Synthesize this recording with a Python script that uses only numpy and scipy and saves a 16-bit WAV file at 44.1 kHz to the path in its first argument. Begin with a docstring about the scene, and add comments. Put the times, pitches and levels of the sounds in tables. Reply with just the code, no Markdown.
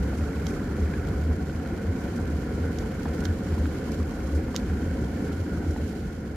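"""A gas burner roars under a big pot of soup at a campsite, close to a hand-held microphone.
Filtered noise makes the roar, its resonances and the hiss; a wavering sine makes the flame throb under the pot.
Rising, dying sines make the boil's gurgle and simmer and a ladle's plops; short puffs of noise make the spits.
A few sharp ticks, alone or close together, ring the pot. At the end the microphone turns away."""
import sys
import numpy as np
from scipy import signal
from scipy.fft import rfft, irfft, next_fast_len
from scipy.io import wavfile
from scipy.ndimage import uniform_filter1d

SR = 44100
rng = np.random.default_rng(int(sys.argv[2]) if len(sys.argv) > 2 else 0)


def wrap_up_sound(samples):
    """Save the sound to the file named by the first command line argument, as 16-bit audio."""
    columns = np.atleast_2d(samples).T
    # keep every value between -1 and 1, then stretch to whole-number steps
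    tamed = np.clip(columns, -1, 1)
    steps = np.round(tamed * 32767).astype(np.int16)
    wavfile.write(sys.argv[1], SR, steps)


N = 280467  # length in samples


def undb(db):
    """Decibels to gain."""
    return 10 ** (np.asarray(db) / 20)


def unit(x):
    """Scale to rms 1."""
    return x / np.sqrt(np.mean(x ** 2))


def curve(table):
    """The level of a timed table, joined by straight lines, one value a sample."""
    start_s, level_db = np.transpose(table)
    return np.interp(np.arange(N) / SR, start_s, level_db)


def colour(x, points):
    """Filter by a spectrum of (Hz, dB) points, joined along log frequency."""
    hz, db = np.transpose(points)
    size = next_fast_len(N, True)
    f = np.maximum(np.fft.rfftfreq(size, 1 / SR), 1)
    gain = undb(np.interp(np.log(f), np.log(hz), db))
    return irfft(rfft(x, size) * gain, size)[..., :N]


def resonate(x, hz, width_hz):
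    """A resonance with steep skirts, gain 1 at its centre: the same peak filter twice."""
    peak = np.concatenate(signal.iirpeak(hz, hz / width_hz / np.sqrt(2), fs=SR))
    return signal.sosfilt(np.tile(peak, (2, 1)), x)


def walk(rate_hz):
    """Slow chance: random levels, smoothed, with rms 1."""
    hold = int(SR / rate_hz)
    held = np.repeat(rng.standard_normal(N // hold + 1), hold)
    return unit(uniform_filter1d(uniform_filter1d(held, hold), hold)[:N])


def pan(x, left_minus_right_db):
    """Place a sound by its left minus right level."""
    sides_db = np.array([left_minus_right_db, -left_minus_right_db]).reshape(2, -1) / 2
    return x * undb(sides_db)


def add(out, start_s, sound):
    """Mix a short sound in at its start time."""
    i = int(start_s * SR)
    out[:, i:i + sound.shape[1]] += sound[:, :N - i]


def bubble(hz, cycles, glide):
    """A bubble rises in pitch as it surfaces, by the share glide, while it dies by 60 dB."""
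    length_s = cycles / hz
    age = np.arange(int(length_s * SR)) / (length_s * SR)
    tone = np.sin(2 * np.pi * cycles * age * (1 + glide * age / 2))
    return tone * np.exp(-np.log(1000) * age)


# broad spectrum of the burning gas, relative: frequency_hz, level_db (per Hz)
ROAR_SPECTRUM = [(20, -17), (35, -8), (55, 5), (80, 2.5), (115, -1.5), (165, 2), (220, 2), (310, -0.5),
                 (380, -9.5), (540, -12.5), (640, -25), (1150, -37.5), (2200, -26.5), (2800, -47),
                 (8000, -63.5)]
# spread of the broad roar between the ears: frequency_hz, side_minus_mid_db
ROAR_WIDTH = [(30, -29), (80, -19.5), (250, -23.5), (480, -13.5), (630, 4.5), (780, 1.5), (1200, 10.5),
              (2200, -5), (8000, 9)]
# resonances of the air round the burner and in the pot: frequency_hz, width_hz, gain_db, left_minus_right_db
AIR_CAVITIES = [(432.3, 64, -7, -6), (529.7, 42.5, -10.5, -6.5), (647, 36, -26.5, 9), (731, 97, -14.5, 2),
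                (960, 127, -23.5, 5), (1104, 104, -31.5, 17.5), (1454, 170, -16, -4), (1727, 190, -25, 3)]


def roar(flutter_db=0.69, flutter_hz=32, cavity_spread=0.066, churn_db=1.5, churn_hz=70):
    """Turbulent burning gas, fluttering, rings the air under and in the pot; each resonance churns on its own."""
    mid, side = rng.standard_normal((2, N))
    broad = mid + colour(side, ROAR_WIDTH) * np.array([[1], [-1]])
    out = colour(broad, ROAR_SPECTRUM)
    for hz, width_hz, gain_db, pan_db in AIR_CAVITIES:
        # almost the same noise at both ears
        eddies = rng.standard_normal(N) + cavity_spread * rng.standard_normal((2, N))
        eddies = eddies * unit(undb(churn_db * walk(churn_hz)))
        out += pan(resonate(eddies, hz, width_hz), pan_db) * undb(gain_db)
    return unit(out) * undb(flutter_db * walk(flutter_hz))


def throb(hz=76.8, wander_hz=6.94, wander_rate_hz=35, shake_db=1.5, shake_rate_hz=30):
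    """The flame pulses with the air trapped under the pot, never quite in step."""
    phase = 2 * np.pi * np.cumsum(hz + wander_hz * walk(wander_rate_hz)) / SR
    return unit(np.sin(phase) * undb(shake_db * walk(shake_rate_hz)))


# the flame surges into a short boom: peak_s (at its height), length_s, level_db (added to the rest as power)
FLAME_SURGES = [(0.035, 0.069, -24), (0.162, 0.034, -29.5), (0.214, 0.036, -25.5), (0.835, 0.045, -23.5),
                (0.99, 0.024, -27.5), (1.116, 0.045, -27), (1.201, .045, -28), (1.28, 0.073, -22),
                (1.577, 0.03, -30), (1.905, 0.041, -27), (2.295, 0.076, -26), (2.36, 0.034, -27.5),
                (2.632, 0.042, -26.5), (2.696, .04, -29), (3.102, 0.036, -27.5), (3.24, 0.036, -29),
                (3.298, 0.045, -24.5), (3.52, 0.032, -30), (3.62, 0.087, -24), (4.012, 0.043, -24.5),
                (4.08, 0.051, -31), (4.256, .04, -29.5), (4.36, 0.054, -25), (4.734, 0.066, -28),
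                (4.9, 0.076, -27), (4.986, 0.032, -28), (5.403, 0.024, -26.5), (5.59, 0.028, -28.5),
                (5.696, 0.042, -26.5), (5.82, 0.053, -26.5)]


def surging(rest_db=-36.5, unrest_db=2.8, unrest_hz=34):
    """Strength of the throb: it wavers by chance, and each surge swells and dies as a smooth bell."""
    t = np.arange(N) / SR
    boom_power = np.zeros(N)
    for peak_s, length_s, level_db in FLAME_SURGES:
        boom_power += undb(level_db) ** 2 * np.exp(-np.pi * ((t - peak_s) / length_s) ** 2)
    rest = undb(rest_db + unrest_db * walk(unrest_hz))
    return np.sqrt(rest ** 2 + boom_power)


# spectrum of the hiss of gas and steam, relative: frequency_hz, level_db (per Hz)
HISS_SPECTRUM = [(1000, -1), (2000, -4), (3100, 6.5), (3600, 0.5), (4250, 4), (4900, 2), (6400, -0.5),
                 (7300, 0), (8100, -5), (9300, -4), (10000, -6.5), (11400, -3), (12500, -8), (14500, -8),
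                 (15800, -25)]
# the hiss leans to the right: frequency_hz, left_minus_right_db
HISS_LEAN = [(2500, -11), (3100, -3.5), (3600, -4), (5000, -4.5), (7300, -8), (8100, -3), (11400, -3),
             (14000, -0.5)]


def fizz(bursts_per_s=2600, scatter_db=3.0, grain_db=-5, flicker_db=1.2, flicker_hz=110):
    """Gas hiss with a quick sizzle, and the bursting of countless tiny bubbles."""
    chance = rng.random(N)
    size = np.minimum(rng.exponential(size=N), 2 * np.pi)
    bursts = (chance < bursts_per_s / SR) * undb(scatter_db * size) * rng.standard_normal((2, N))
    steam = rng.standard_normal((2, N)) + undb(grain_db) * unit(bursts)
    left, right = colour(steam * undb(flicker_db * walk(flicker_hz)), HISS_SPECTRUM)
    left = colour(left, [(hz, db / 2) for hz, db in HISS_LEAN])
    right = colour(right, [(hz, -db / 2) for hz, db in HISS_LEAN])
    return unit(np.array([left, right]))


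def bubbling(count, low_hz, high_hz, cycles, scatter_db, width_db):
    """Bubbles of many sizes break at random all over the soup."""
    out = np.zeros((2, N))
    for when, pitch, size, place in rng.random((count, 4)):
        ring = bubble(low_hz * (high_hz / low_hz) ** pitch, cycles, glide=0.13)
        swell = 1 - np.exp(-np.arange(len(ring)) * cycles / len(ring))  # softens the onset
        gain = undb(-scatter_db * np.log(max(size, .02)))
        add(out, when * (N - 1) / SR, pan(ring * swell * gain, width_db * (place - .5)))
    return unit(out)


# plops of the ladle and of big bubbles:
# start_s, level_db (peak without the splash), pitch_hz (at the start), t60_s
SOUP_PLOPS = [(.132, -30.5, 680, 0.029), (0.237, -34, 1320, 0.03), (.467, -34, 796, 0.014),
              (.876, -35.5, 1600, .02), (0.935, -41, 784, .02), (0.937, -33.5, 1600, 0.054),
              (1.311, -37, 1020, 0.012), (1.496, -35.5, 1450, 0.024), (1.598, -37, 1440, .02),
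              (1.66, -35, 1470, 0.023), (2.479, -35, 1310, .018), (3.055, -30, 930, 0.019),
              (3.0555, -39, 1600, .018), (3.061, -31.5, 790, 0.023), (3.082, -38, 1440, .025),
              (3.224, -36.5, 1455, 0.054), (3.474, -47, 1420, 0.016), (3.5787, -34, 960, 0.03),
              (3.656, -31, 1460, 0.016), (4.484, -35, 746, .02), (4.545, -28.5, 1050, 0.0086),
              (4.5457, -26, 378, 0.0087), (4.699, -36, 1580, 0.023), (4.734, -42, 1170, .025),
              (5.573, -38, 1190, .018), (5.627, -38, 780, .036), (5.647, -37, 890, 0.02),
              (5.7622, -35.5, 1340, .011), (5.763, -33, 810, 0.024)]


def plops(rise_s=0.00026, glide=0.21, splash_db=-10, splash_width=0.95, spread=1.0):
    """A pocket of air closes in the soup: a rising blip with a little wet splash round its pitch."""
    out = np.zeros((2, N))
    for start_s, level_db, hz, t60_s in SOUP_PLOPS:
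        blip = bubble(hz, hz * t60_s, glide)
        t = np.arange(len(blip)) / SR
        drops = rng.standard_normal(SR // 10) + spread * rng.standard_normal((2, SR // 10))
        spray = unit(resonate(drops, hz, splash_width * hz))[:, :len(t)]
        spray = spray * np.exp(-np.log(1000) * t / t60_s)
        swell = 1 - np.exp(-t / rise_s)
        plop = (blip + undb(splash_db) * spray) * swell
        add(out, start_s, plop * undb(level_db) / abs(blip * swell).max())
    return out


# soup spits on the hot metal: start_s, length_s (twice the time to its height), level_db (at its height, before pan)
SOUP_SPITS = [(0.163, 0.035, -53.5), (0.476, 0.02, -49.5), (0.497, 0.018, -52.5), (2.156, 0.016, -53),
              (3.188, 0.004, -55), (3.203, 0.0049, -47), (3.245, .005, -47), (3.917, 0.0053, -45),
              (4.268, .008, -53), (4.346, .02, -52), (5.705, 0.0088, -49)]
# spectrum of a spit, relative: frequency_hz, level_db (per Hz)
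SPIT_SPECTRUM = [(1500, -36), (4000, 3), (6000, 8.5), (8500, 1), (11500, -1), (15000, -14)]


def spits(count=110, stray_db=-60, stray_s=0.018, scatter_db=2, pan_db=-2):
    """Drops flash to steam in short hisses that swell and die; faint ones come at random."""
    t = np.arange(SR // 4) / SR
    power = np.zeros((1, N))
    strays = [(when * (N - 1) / SR, stray_s * (.5 + length), stray_db + scatter_db * (2 * level - 1))
              for when, length, level in rng.random((count, 3))]
    for start_s, length_s, level_db in SOUP_SPITS + strays:
        age = 2 * t[None] / length_s
        add(power, start_s, (undb(level_db) * age * np.exp(1 - age)) ** 2)
    hiss = unit(colour(rng.standard_normal((2, N)), SPIT_SPECTRUM))
    return pan(hiss, pan_db) * np.sqrt(power)


# sharp ticks at the pot: start_s, level_db (dry peak before pan), left_minus_right_db,
# body_db (below the snap), treble_db (above it), snap_db (dry blow against the ring),
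# tilt_db (of the ring, per octave), pitch_ratio (of the ring)
POT_TICKS = [(0.4681, -27.5, -12, -1, -19, -22, 13, .99), (0.467, -28, -4, -4, -8, -22, -14, 1.03),
             (1.0708, -39, -2, -10, -12, -8, 8, 1.2), (2.7868, -27.5, -9, 0, -22, -9, 6, 0.94),
             (3.2534, -26, -15, 3, -22, -12, -6, 1.15), (3.2552, -26, -10, 2, -9, -22, -6, 1.01),
             (4.5554, -26.5, -6, -2, -24, -10, -14, 1), (4.5568, -33, -4, -8, -22, -8, -9, 1),
             (4.562, -20.5, -1, 4, -26, -2, 0, 1), (4.5631, -15, -12.5, -23, -15.5, 5, 6, 0.95),
             (4.5683, -34, -6, -16, -22, -2, -2, 1), (4.5736, -36, -4, -14, -22, -4, 2, 1.1)]
# what a tick rings with at pitch ratio 1, damped by the soup: frequency_hz, gain_db (before tilt), t60_s
RING_MODES = [(1455, -1, 0.024), (2070, -7, 0.021), (3140, 2.5, 0.013), (3700, -6, .009),
              (4100, -0.5, 0.011), (4760, 0, 0.012), (5480, 0.5, 0.013), (6300, 1.5, 0.011),
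              (7250, -2.5, 0.0072), (8350, -3, .008), (11600, 2.5, 0.0081), (13700, -5, .005)]


def ticks(body_low_hz=1050, snap_low_hz=2600, snap_high_hz=7100, edge_low_hz=8000, edge_high_hz=14500,
          scatter=0.022, scatter_s=0.012):
    """Metal meets metal in a hard snap; the damped modes ring on and scatter faintly between the walls of the pot."""
    out = np.zeros((2, N))
    t = np.arange(SR // 20) / SR
    contact = 1. * (t == 0)

    def band(low_hz, high_hz):
        """The contact click held to one band."""
        return signal.sosfilt(signal.butter(6, [low_hz, high_hz], "band", fs=SR, output="sos"), contact)

    body = band(body_low_hz, snap_low_hz)
    snap = band(snap_low_hz, snap_high_hz)
    edge = band(edge_low_hz, edge_high_hz)
    tilt_centre_hz = np.sqrt(snap_low_hz * snap_high_hz)
    for start_s, level_db, pan_db, body_db, treble_db, snap_db, tilt_db, pitch_ratio in POT_TICKS:
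        blow = undb(body_db) * body + snap + undb(treble_db) * edge
        tick = undb(snap_db) * blow
        for hz, gain_db, t60_s in RING_MODES:
            mode = signal.iirpeak(hz * pitch_ratio, np.pi * hz * t60_s / np.log(1000), fs=SR)
            octaves = np.log2(np.clip(hz, snap_low_hz, snap_high_hz) / tilt_centre_hz)
            tick = tick + signal.lfilter(*mode, blow) * undb(gain_db + tilt_db * octaves)
        tick = tick / abs(tick).max()
        walls = contact + scatter * rng.standard_normal((2, len(t))) * np.exp(-t / scatter_s)
        scattered = signal.fftconvolve(walls, tick[None], axes=1)
        add(out, start_s, pan(scattered, pan_db) * undb(level_db))
    return out


def turned_away(loss_db, turn_s=5.95, turn_length_s=0.27):
    """Gain that sinks by loss_db as the microphone swings away from the pot."""
    turned = np.clip((np.arange(N) / SR - turn_s) / turn_length_s, 0, 1)
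    return undb(-loss_db * turned)


# level of the flame's roar, before the roar_db trim: start_s, level_db
FLAME_LEVEL = [(0, -29.5), (1.0, -28.5), (1.4, -30), (2.1, -28.5), (3.6, -29), (4.1, -30), (5.35, -29),
               (5.9, -30.5)]
# hiss of gas and steam, before the fizz_db trim: start_s, level_db
STEAM_LEVEL = [(0, -62), (1.0, -62), (1.4, -64), (2.3, -62.5), (3.8, -61), (4.5, -63), (5.35, -62),
               (5.55, -63.5), (5.9, -62)]
# how hard the stirred soup simmers, before the bubbling_db trim: start_s, level_db
BOIL_LEVEL = [(0, -40), (.55, -42), (.92, -40), (1.35, -50), (1.55, -44), (2.8, -46), (3.25, -45.5),
              (4.3, -41.5), (5.0, -48.5), (6.36, -70)]


def scene(bubbling_db=-10.0, fizz_db=10.0, roar_db=-0.52, gurgle_db=-41.0):
    """Burner, boil and ladle in the open air, with no room; turning away costs the hiss more than the roar."""
    gurgle = bubbling(count=260, low_hz=190, high_hz=541, cycles=22.5, scatter_db=0.9, width_db=5)
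    simmer = bubbling(count=1500, low_hz=845, high_hz=2490, cycles=27, scatter_db=1.0, width_db=15)
    rumble = roar() * undb(curve(FLAME_LEVEL) + roar_db) + gurgle * undb(gurgle_db)
    pulse = throb() * surging()
    soup = simmer * undb(curve(BOIL_LEVEL) + bubbling_db)
    soup = soup + fizz() * undb(curve(STEAM_LEVEL) + fizz_db) + spits()
    # the throb, plops and ticks keep their level through the turn
    return rumble * turned_away(loss_db=2.0) + pulse + soup * turned_away(loss_db=5.5) + plops() + ticks()


def record(dry, bottom_hz=18, top_hz=15500):
    """The microphone drops the deepest rumble and the top."""
    dry = signal.sosfilt(signal.butter(2, bottom_hz, "high", fs=SR, output="sos"), dry)
    return signal.sosfilt(signal.ellip(8, .2, 70, top_hz, fs=SR, output="sos"), dry)


dry = scene()
out = record(dry)
wrap_up_sound(out)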